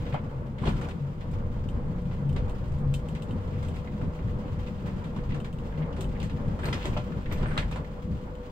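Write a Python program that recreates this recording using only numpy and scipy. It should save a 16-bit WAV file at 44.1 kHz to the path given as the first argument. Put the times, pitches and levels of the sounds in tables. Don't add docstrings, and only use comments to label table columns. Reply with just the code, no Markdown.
import sys
import numpy as np
from scipy import signal
from scipy.fft import rfft, irfft, next_fast_len
from scipy.io import wavfile
from scipy.ndimage import uniform_filter1d

SR = 44100
rng = np.random.default_rng(int(sys.argv[2]) if len(sys.argv) > 2 else 0)


def pcm_store(signal):
    levels = np.round(np.clip(np.atleast_2d(signal), -1, 1) * 32767)
    wavfile.write(sys.argv[1], SR, levels.astype(np.int16).T)


N = 375291
TIME = np.arange(N) / SR
TAIL = TIME[:SR // 2]


def undb(db):
    return 10 ** (np.asarray(db) / 20)


def unit(x):
    return x / np.sqrt(np.mean(x ** 2))


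def unit_hit(x):
    return x / np.sqrt(np.mean(x[..., :SR // 40] ** 2))


def curves(table):
    times, *columns = np.transpose(table)
    return [np.interp(TIME, times, column) for column in columns]


def walk(rate):
    hold = int(SR / rate)
    steps = np.repeat(rng.standard_normal(N // hold + 1), hold)
    smooth = uniform_filter1d(uniform_filter1d(steps, hold), hold)
    return unit(smooth[:N])


def hump(s, half):
    return np.exp(-.5 * ((TIME - s) / half) ** 2)


def even(x, span_s=.11):
    power = uniform_filter1d(np.mean(x ** 2, axis=0), int(span_s * SR))
    return unit(x / np.sqrt(power))


def colour(x, points):
    hz, db = np.transpose(points)
    octave = np.log2(np.fft.rfftfreq(x.shape[-1], 1 / SR) + 1)
    known = np.log2(hz)
    beyond = np.abs(octave - np.clip(octave, known[0], known[-1]))
    gain = undb(np.interp(octave, known, db) - 30 * beyond)
    return irfft(rfft(x) * gain, x.shape[-1])


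# delay of the left port/ms, level/dB
ARRIVAL_DIRECTIONS = [(0.425, -4.5), (0.254, -3), (0.059, -4), (-0.165, -4), (-0.366, -4.5)]


def cabin_noise(size, apart_db=-14):
    n = next_fast_len(size, True)
    hz = np.fft.rfftfreq(n, 1 / SR)
    ports = undb(apart_db) * rfft(rng.standard_normal((2, n)))
    for lag_ms, db in ARRIVAL_DIRECTIONS:
        right = undb(db) * rfft(rng.standard_normal(n))
        left = right * np.exp(-2j * np.pi * hz * lag_ms / 1000)
        ports = ports + np.array([left, right])
    return unit(irfft(ports, n))


def rush(points, size=N):
    return unit(colour(cabin_noise(size), points)[:, :size])


def fade(t60):
    return np.exp(-np.log(1000) * TAIL / t60)


CABIN_T60_S = 0.19


def blow(direct, direct_t60):
    onset = 1 - np.exp(-TAIL / 0.00044)
    return (fade(CABIN_T60_S) + direct * fade(direct_t60)) * onset


def add(out, s, x):
    start = int(s * SR)
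    first, last = max(start, 0), min(start + x.shape[-1], N)
    out[:, first:last] += x[:, first - start:last - start]


CRACK_T60_S = 0.0088


def ringing(strikes, modes, spread_s=0.000253, crack=0, vary_db=0, detune=0):
    out = np.zeros((2, N))
    onset = 1 - np.exp(-TAIL / 0.0004)
    for s, db in strikes:
        ring = 0
        for hz, mode_db, t60 in modes:
            lag = spread_s * rng.uniform(-1.13, 1) * np.array([[1], [-1]])
            weight, shift = rng.standard_normal(2)
            envelope = undb(mode_db + vary_db * weight) * (fade(t60) + crack * fade(CRACK_T60_S))
            cycles = hz * (1 + detune * shift) * (TAIL + lag) + rng.random()
            ring = ring + envelope * np.sin(2 * np.pi * cycles)
        add(out, s, undb(db) * unit_hit(ring * onset))
    return out


# delay/s, gain (no unit)
EARLY_REFLECTIONS = [(.0029, .15), (.0047, -.13), (.0079, .13), (.0127, .12)]


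def cabin(x):
    out = x.copy()
    for delay, gain in EARLY_REFLECTIONS:
        add(out, delay, gain * x)
    return out / np.sqrt(1 + sum(gain ** 2 for _, gain in EARLY_REFLECTIONS))


def scuffs(rattle_db, level_db=-8):
    out = 0
    for hz in (1500, 2100, 3000):
        out = out + rush([(hz / 1.2, 0), (hz * 1.2, 0)])
    return unit(out) * undb(rattle_db + level_db)


# f/Hz, level/dB per Hz
RATTLE_SPECTRUM = [(820, 1.5), (1400, -0.5), (1780, -8), (1970, -4.5), (2250, -8), (3260, -7.5),
                   (3570, -12), (5900, -19.5), (7510, -21), (10300, -31), (11300, -33.5), (15500, -27.5)]


def rattle(rattle_db, level_db=1.5, per_second=70, spread_db=3.6, smooth=0.58):
    chance = rng.random(N)
    size = np.minimum(rng.exponential(size=N), 3)
    contacts = (chance < per_second / SR) * undb(spread_db * size)
    power = signal.fftconvolve(contacts ** 2, blow(0.39, 0.0049) ** 2)[:N]
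    grain = np.sqrt(smooth + np.abs(power) / power.mean())
    return rush(RATTLE_SPECTRUM) * grain * undb(rattle_db + level_db)


# t/s of the middle, level/dB, centre f/Hz, half length/s
CREAK_TIMES = [(0.162, -49, 2200, 0.023), (0.686, -47, 3100, 0.022), (0.845, -52.5, 2400, 0.013),
               (0.916, -53.5, 2500, .012), (3.577, -56.5, 1970, .02), (4.473, -55.5, 2600, 0.012),
               (4.655, -54, 2800, .015), (5.325, -52.5, 2500, .018), (5.744, -58, 1900, .018),
               (4.588, -57, 1510, .02), (4.799, -58, 2940, 0.011), (4.895, -59, 2370, 0.018),
               (5.83, -52.5, 2080, .02), (5.98, -56, 2050, .02), (6.164, -52.5, 1893, 0.014),
               (6.217, -50.5, 2830, 0.02), (6.67, -46, 2000, 0.023), (6.77, -55, 2605, .02),
               (6.826, -48, 2800, 0.023), (7.381, -50.5, 1880, 0.053), (7.483, -45, 1630, 0.031),
               (7.543, -44, 1500, 0.016), (7.742, -48.5, 2300, .015)]


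def creaks(slips_per_second=260, width_octaves=0.33, slip_t60=0.028):
    out, middle = np.zeros((2, N)), TAIL[-1] / 2
    for s, db, hz, half in CREAK_TIMES:
        slips = (rng.random(len(TAIL)) < slips_per_second / SR) * rng.exponential(size=len(TAIL))
        grain = np.sqrt(np.abs(signal.fftconvolve(slips, fade(slip_t60))[:len(TAIL)]))
        resonance = [(hz * 2 ** (k * width_octaves), -6 * abs(k)) for k in (-2, 0, 2)]
        swell = np.exp(-.5 * ((TAIL - middle) / half) ** 2)
        creak = undb(db) * swell * unit(grain * rush(resonance, size=len(TAIL)))
        add(out, s - middle, creak)
    return out


# t/s, level/dB
KEY_JINGLES = [(6.637, -69), (6.655, -60), (7.322, -59)]
# f/Hz, level/dB, 60 dB decay/s
KEY_MODES = [(9860, -20, .1), (10950, -17, 0.15), (12710, -7, .17), (13820, -9, .09), (14240, -1, 0.15),
             (14720, -9, .08)]
# t/s, level/dB, f/Hz
KEY_PINGS = [(6.637, -60, 8610), (7.324, -66, 5670), (7.47, -64, 8600)]


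def keys(ping_t60_s=.38):
    out = ringing(KEY_JINGLES, KEY_MODES)
    for s, db, hz in KEY_PINGS:
        out = out + ringing([(s, db)], [(hz, 0, ping_t60_s)])
    return out


# t/s, click level/dB, ring level against the click/dB
PENDANT_TICKS = [(1.315, -65, -12), (1.688, -60.5, 5.5), (2.0183, -71, -7), (2.2939, -63, 4),
                 (2.329, -63, -2), (2.496, -60, 2.5), (2.681, -68, -8), (2.7877, -66, -6),
                 (2.9408, -46.5, 0.5), (3.087, -58.5, 1.5), (3.2227, -55.5, 0), (3.309, -62.5, 7),
                 (3.685, -58.5, 0), (3.761, -62, -5), (5.402, -62, 6.5), (5.529, -63, 1), (5.587, -67, 6),
                 (6.0099, -47.5, -23), (6.043, -60.5, 6), (6.201, -58, 0), (8.353, -70, 5)]
# f/Hz, level/dB per Hz
CLICK_SPECTRUM = [(1200, -20), (2300, -5), (2950, -1), (3700, -1), (4600, -8), (6100, -9), (7000, -6),
                  (8400, -3), (10000, -15), (15500, -18)]
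# f/Hz, level/dB, 60 dB decay/s
BEAD_MODES = [(2680, 4, 0.02), (2995, 8.5, 0.014), (3080, -7, 0.096), (3670, -9.5, 0.085)]


def pendant(lead_s=0.00117, crack=3.1, crack_t60=.006):
    out = np.zeros((2, N))
    envelope = blow(1.4, 0.091) + crack * fade(crack_t60)
    for s, db, _ in PENDANT_TICKS:
        click = unit_hit(rush(CLICK_SPECTRUM, size=len(TAIL)) * envelope)
        add(out, s - lead_s, undb(db) * click)
    rings = [(s, db + bead_db) for s, db, bead_db in PENDANT_TICKS]
    return out + ringing(rings, BEAD_MODES, spread_s=.00004)


# t/s, level/dB, centre f/Hz
TAP_TIMES = [(.124, -48, 1940), (.175, -49, 1290), (.636, -40, 1050), (.73, -50, 1490), (.784, -48, 1200),
             (2.365, -54, 2500), (3.533, -60, 2200), (3.765, -55.5, 2500), (3.873, -52, 2037),
             (4.014, -51, 1400), (4.19, -57, 1982), (4.283, -56, 1900), (4.6707, -53.5, 2600),
             (4.868, -56, 1900), (4.882, -48, 1150), (5.025, -63, 1700), (5.186, -53, 1610),
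             (5.308, -51, 2022), (5.342, -56, 2200), (5.723, -52.5, 1570), (5.775, -54, 2090),
             (5.927, -56, 2900), (6.633, -43, 1600), (6.6432, -42, 1710), (6.655, -47, 4280),
             (6.73, -47.5, 4950), (6.742, -52, 5200), (6.929, -51, 2303), (6.972, -46, 3050),
             (7.12, -48.5, 1390), (7.258, -47, 1920), (7.313, -45, 2000), (7.43, -50, 2330),
             (7.457, -42, 1480), (7.514, -45, 1570), (7.567, -38, 1190), (7.626, -46, 1700),
             (7.724, -49, 2610), (7.846, -55.5, 2003)]


def taps(direct=1.7, direct_t60=0.037, width_octaves=0.51):
    out = np.zeros((2, N))
    shape = ((-1.5, -14), (-.4, -8), (0, 0), (.4, -9), (2, -20))  # (widths from the centre, dB)
    for s, db, hz in TAP_TIMES:
        resonance = [(hz * 2 ** (k * width_octaves), db_down) for k, db_down in shape]
        tap = rush(resonance, size=len(TAIL)) * blow(direct, direct_t60)
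        add(out, s, undb(db) * unit_hit(tap))
    return out


# t/s, clack level/dB, body against clack/dB (before body_trim_db), bright edge against clack/dB
TRIM_KNOCKS = [(0.064, -51, -11, -22), (0.1437, -55, 21.5, -28), (0.5832, -50.5, -4, -19),
               (0.6543, -45, -1, -15), (.672, -43.5, 12, -18), (.689, -49, -1, -8), (0.812, -49, 11, -10),
               (0.886, -50.5, 10.5, -8.5), (1.2083, -53, 0, -16), (2.111, -55.5, 10, -23),
               (2.3622, -45.5, 4.5, -16), (2.719, -60, -3, -8), (3.149, -48.5, -12, -14),
               (3.6267, -51.5, 7.5, -10), (3.759, -57, 2, -19), (4.012, -57, 13, -14),
               (5.0408, -52, -12, -13), (5.162, -53, 11, -15), (5.3446, -51, 10, -12),
               (5.4442, -48, 2, -14), (5.964, -54.5, 10, -9), (6.2274, -47, 1.5, -8.5),
               (6.2958, -50, 3, -20), (6.59, -50, 10, -14), (6.7266, -36.5, -3, -18), (6.752, -54, -6, -12),
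               (6.81, -47.5, -10, -24), (6.854, -42.5, -2, -8), (6.9705, -46, 11, -14), (7.323, -45, 2, -9),
               (7.4306, -53, 18, -21), (7.576, -32.5, 0, -16.5), (7.712, -50, 10, -8.5),
               (7.7581, -47.5, 12, -14)]
# f/Hz, level/dB per Hz
TRIM_SPECTRUM = [(240, -23), (400, -24), (511, 7.5), (663, -11), (972, -3.5), (1150, -6.5), (1540, -9),
                 (1660, -9), (3510, -14), (5310, -27), (8530, -28), (10300, -40.5), (15500, -43)]


def knocks(body_trim_db=-4, edge_direct=0.41, edge_t60=0.023):
    out = np.zeros((2, N))
    envelopes = blow(0.36, 0.011), blow(0.66, 0.0067), blow(edge_direct, edge_t60)
    bands_hz = (600, 1500), (1500, 5500), (5500, 16000)
    filters = [signal.butter(3, band, "bandpass", fs=SR, output="sos") for band in bands_hz]
    for s, clack_db, body_db, edge_db in TRIM_KNOCKS:
        crack = rush(TRIM_SPECTRUM, size=len(TAIL))
        gains = undb(clack_db) * undb([body_db + body_trim_db, 0, edge_db])
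        knock = 0
        for gain, sos, envelope in zip(gains, filters, envelopes):
            knock = knock + gain * unit_hit(signal.sosfilt(sos, crack * envelope))
        add(out, s, knock)
    return out


# t/s, level/dB
FITTING_CLACKS = [(.655, -51), (.676, -50), (6.7289, -40), (6.855, -43), (7.5772, -35)]
# f/Hz, level/dB, 60 dB decay/s
FITTING_MODES = [(1330, 5, .08), (2020, 1, .08), (2870, -2.5, 0.072), (3250, 4, 0.072), (3720, -1, 0.056),
                 (4080, -8, .09), (4830, -12, .1)]


def stiff_fitting():
    return ringing(FITTING_CLACKS, FITTING_MODES, crack=3.6, vary_db=3.5, detune=.02)


# t/s, level/dB
PANEL_CLONKS = [(.1425, -33), (.633, -48), (.671, -42), (6.966, -32.5), (7.58, -41)]
# f/Hz, level/dB, 60 dB decay/s
PANEL_MODES = [(590, 0, .19), (715, -2, .13), (770, -3, .12), (850, -3, .11), (940, -7, .1),
               (1360, -10, .12), (2090, -15, .14), (2540, -16, .14), (3070, -13, .08)]


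def hollow_panel():
    return ringing(PANEL_CLONKS, PANEL_MODES, crack=0.87, vary_db=1.5, detune=0.007)


# t/s, level/dB
SHELL_CLUNKS = [(.652, -36), (.679, -32.5), (.699, -43), (2.36, -44), (3.52, -43), (5.985, -40),
                (6.856, -38), (6.885, -46), (7.313, -45)]
# f/Hz, level/dB, 60 dB decay/s
SHELL_MODES = [(315, -5, .1), (385, 0, .14), (440, -4, .1), (550, -5, .1), (660, -7, .08)]


def body_shell():
    return ringing(SHELL_CLUNKS, SHELL_MODES, crack=0.8, vary_db=1.5, detune=.02)


# t/s, thud level/dB, clatter level/dB, half length/s
JOINT_JOLTS = [(0.143, -28, -39.5, 0.01), (0.632, -27, -43, 0.019), (0.68, -27.5, -36, 0.017),
               (0.75, -26.5, -47.5, 0.041), (4.057, -25, -56, 0.026), (6.008, -37, -47, 0.032),
               (6.667, -31.5, -38.5, 0.035), (6.862, -33, -40.5, 0.014), (7.323, -47, -40, 0.01),
               (7.423, -28.5, -48, 0.016), (7.5, -52, -46, 0.11), (7.595, -34, -48, 0.028)]
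# f/Hz, level/dB per Hz
THUD_SPECTRUM = [(20, -11), (42, 5), (80, -1.5), (150, 0), (220, -5), (290, -14.5), (420, -21)]
# f/Hz, level/dB per Hz
CLATTER_SPECTRUM = [(230, -12), (310, 1), (390, 3), (460, -2.5), (550, -5.5), (680, -3.5), (950, -3.5),
                    (1400, -6.5), (1700, -13), (3400, -17.5), (6200, -34.5), (8400, -29.5), (10000, -45),
                    (15000, -45)]


def jolts(grain_db=1.5):
    thud, clatter = 0, 0
    for s, thud_db, clatter_db, half in JOINT_JOLTS:
        push = hump(s, half)
        thud = thud + undb(thud_db) * push
        clatter = clatter + undb(clatter_db) * push
    grain = undb(grain_db * walk(250))
    return rush(THUD_SPECTRUM) * thud + rush(CLATTER_SPECTRUM) * clatter * grain


# t/s, whine f/Hz (before its wobble), level/dB of the whole engine before the orders' own levels
PUMP_COURSE = [(0, 488.7, -51), (.14, 491, -47.5), (.24, 487.4, -56.5), (.7, 490, -52), (.92, 486.5, -59),
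               (1.12, 489.5, -70), (1.3, 490, -49), (2.4, 493.3, -48.5), (2.6, 496.6, -51.5),
               (3.3, 491.5, -49.5), (4.25, 495, -48), (4.85, 491, -51), (5.1, 488, -50.5),
               (5.4, 487, -51.5), (5.7, 488.2, -51), (6.15, 501.3, -50), (7.3, 492.2, -49.5),
               (7.9, 494, -48), (8.51, 494.7, -47)]
# multiple of the firing rate (no unit), level/dB (the lowest three before the load)
ENGINE_ORDERS = [(1, 3.5), (2, -19.5), (3, -12.5), (8, -15.5), (10, -1)]
WHINE_WOBBLE, WHINE_THROB_DB = .0055, 2.2
BELT_DB, BELT_RATIO = -10.5, 1.212
BELT_SLIP = 1.3
FIRING_FOLLOWS = 0.74


def engine(effort_db):
    pump_hz, pump_db = curves(PUMP_COURSE)
    firing_hz = pump_hz * (1 + WHINE_WOBBLE * walk(24.85)) / 10
    phase = 2 * np.pi * np.cumsum(firing_hz) / SR
    belt_gain = undb(BELT_DB + WHINE_THROB_DB * walk(20))
    out = belt_gain * np.sin(10 * BELT_RATIO * phase + BELT_SLIP * walk(20))
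    for order, db in ENGINE_ORDERS:
        load_db = FIRING_FOLLOWS * effort_db * (order < 5)
        out = out + undb(db + load_db + WHINE_THROB_DB * walk(20)) * np.sin(round(order) * phase)
    return np.sqrt(2) * out * undb(pump_db)


# t/s, level/dB, f/Hz, half length/s
CABIN_DRONES = [(0.425, -44.5, 135, 0.22), (1.047, -36.5, 140, 0.058), (1.5, -42, 136, 0.17),
                (1.954, -37.5, 182, 0.15), (2.23, -35, 138, 0.17), (2.885, -30, 141, 0.079),
                (3.155, -37.5, 158, 0.08), (3.552, -41, 142, 0.089), (4.225, -39, 160, 0.077),
                (5.327, -36, 140, 0.11), (5.809, -35.5, 160, 0.052), (6.626, -39, 142, 0.067),
                (7.45, -33, 148, 0.085), (7.696, -41, 161, 0.086), (8.049, -55, 135, .15),
                (8.25, -48.5, 182, .15)]


def droning(wander=0.0253, throb_db=3.5):
    out = 0
    for s, db, hz, half in CABIN_DRONES:
        phase = 2 * np.pi * np.cumsum(hz * (1 + wander * walk(25))) / SR
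        out = out + undb(db) * hump(s, half) * np.sin(phase)
    return np.sqrt(2) * out * undb(throb_db * walk(20))


# t/s, rumble level/dB, shudder level/dB, half length/s
FLOOR_BUMPS = [(0.068, -56, -44, 0.064), (1.478, -34.5, -34.5, 0.19), (1.866, -36, -37, 0.12),
               (2.143, -38, -33, 0.034), (2.415, -29.5, -31, 0.089), (2.82, -31.5, -32.5, 0.14),
               (3.373, -54, -37, 0.13), (3.663, -44, -32, 0.097), (4.056, -36, -31.5, 0.037),
               (4.306, -36, -32, 0.063), (4.6, -50, -36, 0.1), (4.95, -50, -36, 0.058),
               (5.317, -32, -52, 0.048), (5.705, -39.5, -41, 0.16), (6.096, -34, -34, 0.049),
               (6.462, -34.5, -41.5, 0.086), (6.69, -43, -53, 0.025), (6.936, -33, -40, 0.055),
               (7.383, -27.5, -37, 0.081), (7.64, -32.5, -38.5, 0.09)]
# f/Hz, level/dB per Hz
RUMBLE_SPECTRUM = [(12, -8.5), (23, 2), (33, -13), (45, -3.5), (58, -8)]
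# f/Hz, level/dB per Hz
SHUDDER_SPECTRUM = [(55, -13), (78, -2.5), (100, -3.5), (120, -6)]
# f/Hz, level/dB per Hz
BOOM_SPECTRUM = [(70, -4), (85, 0), (115, -5.5), (140, -2.5), (165, -3), (195, -5), (225, -4.5), (255, -15),
                 (310, -17), (350, -22), (420, -25)]
# f/Hz, level/dB per Hz
ROAR_SPECTRUM = [(250, -3), (345, -10), (385, -5.5), (415, -11), (478, -2), (520, -6), (590, -6.5),
                 (680, -14.5), (960, -12), (1400, -19.5), (2200, -30.5)]
USUAL_BOOM_DB, RUMBLE_DB, ROAR_DB = -38, -42, -45.5
RUMBLE_FOLLOWS, ROAR_FOLLOWS = 0.33, 0.49
BUMP_ROAR_DB = -20


def tyres(effort_db, flutter_db=2.0, rumble_lurch_db=1.5, boom_lurch_db=3.0, bump_boom_db=-5):
    rocking = sum(undb(db) * hump(s, half) for s, db, _, half in FLOOR_BUMPS)
    shaking = sum(undb(db) * hump(s, half) for s, _, db, half in FLOOR_BUMPS)
    rumble_gain = undb(RUMBLE_DB + RUMBLE_FOLLOWS * effort_db + rumble_lurch_db * walk(16))
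    boom_gain = undb(USUAL_BOOM_DB + effort_db + boom_lurch_db * walk(24))
    roar_gain = undb(ROAR_DB + ROAR_FOLLOWS * effort_db + flutter_db * walk(26))
    rumble = even(rush(RUMBLE_SPECTRUM)) * np.hypot(rumble_gain, rocking)
    shudder = even(rush(SHUDDER_SPECTRUM)) * shaking
    boom = even(rush(BOOM_SPECTRUM)) * np.hypot(boom_gain, shaking * undb(bump_boom_db))
    roar = rush(ROAR_SPECTRUM) * np.hypot(roar_gain, rocking * undb(BUMP_ROAR_DB))
    return rumble + shudder + boom + roar


# t/s, body boom level/dB (before its random lurches and the bumps)
ROAD_COURSE = [(0, -34.5), (.4, -36), (.55, -39), (.98, -37), (1.16, -41), (1.35, -35.5), (2.2, -36),
               (2.6, -38), (3.1, -35.5), (3.9, -37.5), (4.3, -37), (4.78, -37.5), (5.15, -35.5),
               (5.55, -35.5), (6.5, -33.5), (7.2, -35), (7.65, -35), (8.03, -39), (8.3, -39.5), (8.51, -43)]
# t/s, level/dB (before each one's own level_db)
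RATTLE_COURSE = [(0.0, -52), (0.23, -61.5), (0.62, -63.5), (0.76, -53), (1.07, -60.5), (2.4, -60),
                 (2.85, -61), (3.25, -61), (3.55, -56), (4.0, -59), (4.38, -58.5), (4.88, -56.5),
                 (5.4, -59.5), (6.63, -59.5), (6.8, -48.5), (7.06, -56.5), (7.3, -55.5), (7.54, -56.5),
                 (7.91, -60), (8.51, -60.5)]


def scene():
    road_db, = curves(ROAD_COURSE)
    rattle_db, = curves(RATTLE_COURSE)
    effort_db = road_db - USUAL_BOOM_DB
    loose = cabin(rattle(rattle_db) + scuffs(rattle_db) + knocks() + taps() + creaks() + pendant())
    struck = hollow_panel() + stiff_fitting()
    chassis = jolts() + body_shell()
    drone = tyres(effort_db) + droning() + engine(effort_db)
    return drone + chassis + loose + struck + keys()


# f/Hz, level/dB
PORT_COLOUR = [(30, -1), (125, 3), (250, 1), (500, 1.5), (1000, 1.1), (2000, -2.5), (4000, 2.5), (8000, -2),
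               (12000, -1)]
TOP_HZ = 15850


def record(dry, hiss_db=-77):
    hz, db = np.transpose(PORT_COLOUR)
    lean_db = np.interp(np.log(np.fft.rfftfreq(N, 1 / SR) + 1), np.log(hz), db)
    port_gains = undb(np.array([lean_db, -lean_db]) / 2)
    heard = irfft(rfft(dry) * port_gains, N)
    hiss = undb(hiss_db) * rng.standard_normal(dry.shape)
    top_cut = signal.ellip(10, .2, 70, TOP_HZ, fs=SR, output="sos")
    return signal.sosfilt(top_cut, heard + hiss)


dry = scene()
out = record(dry)
pcm_store(out)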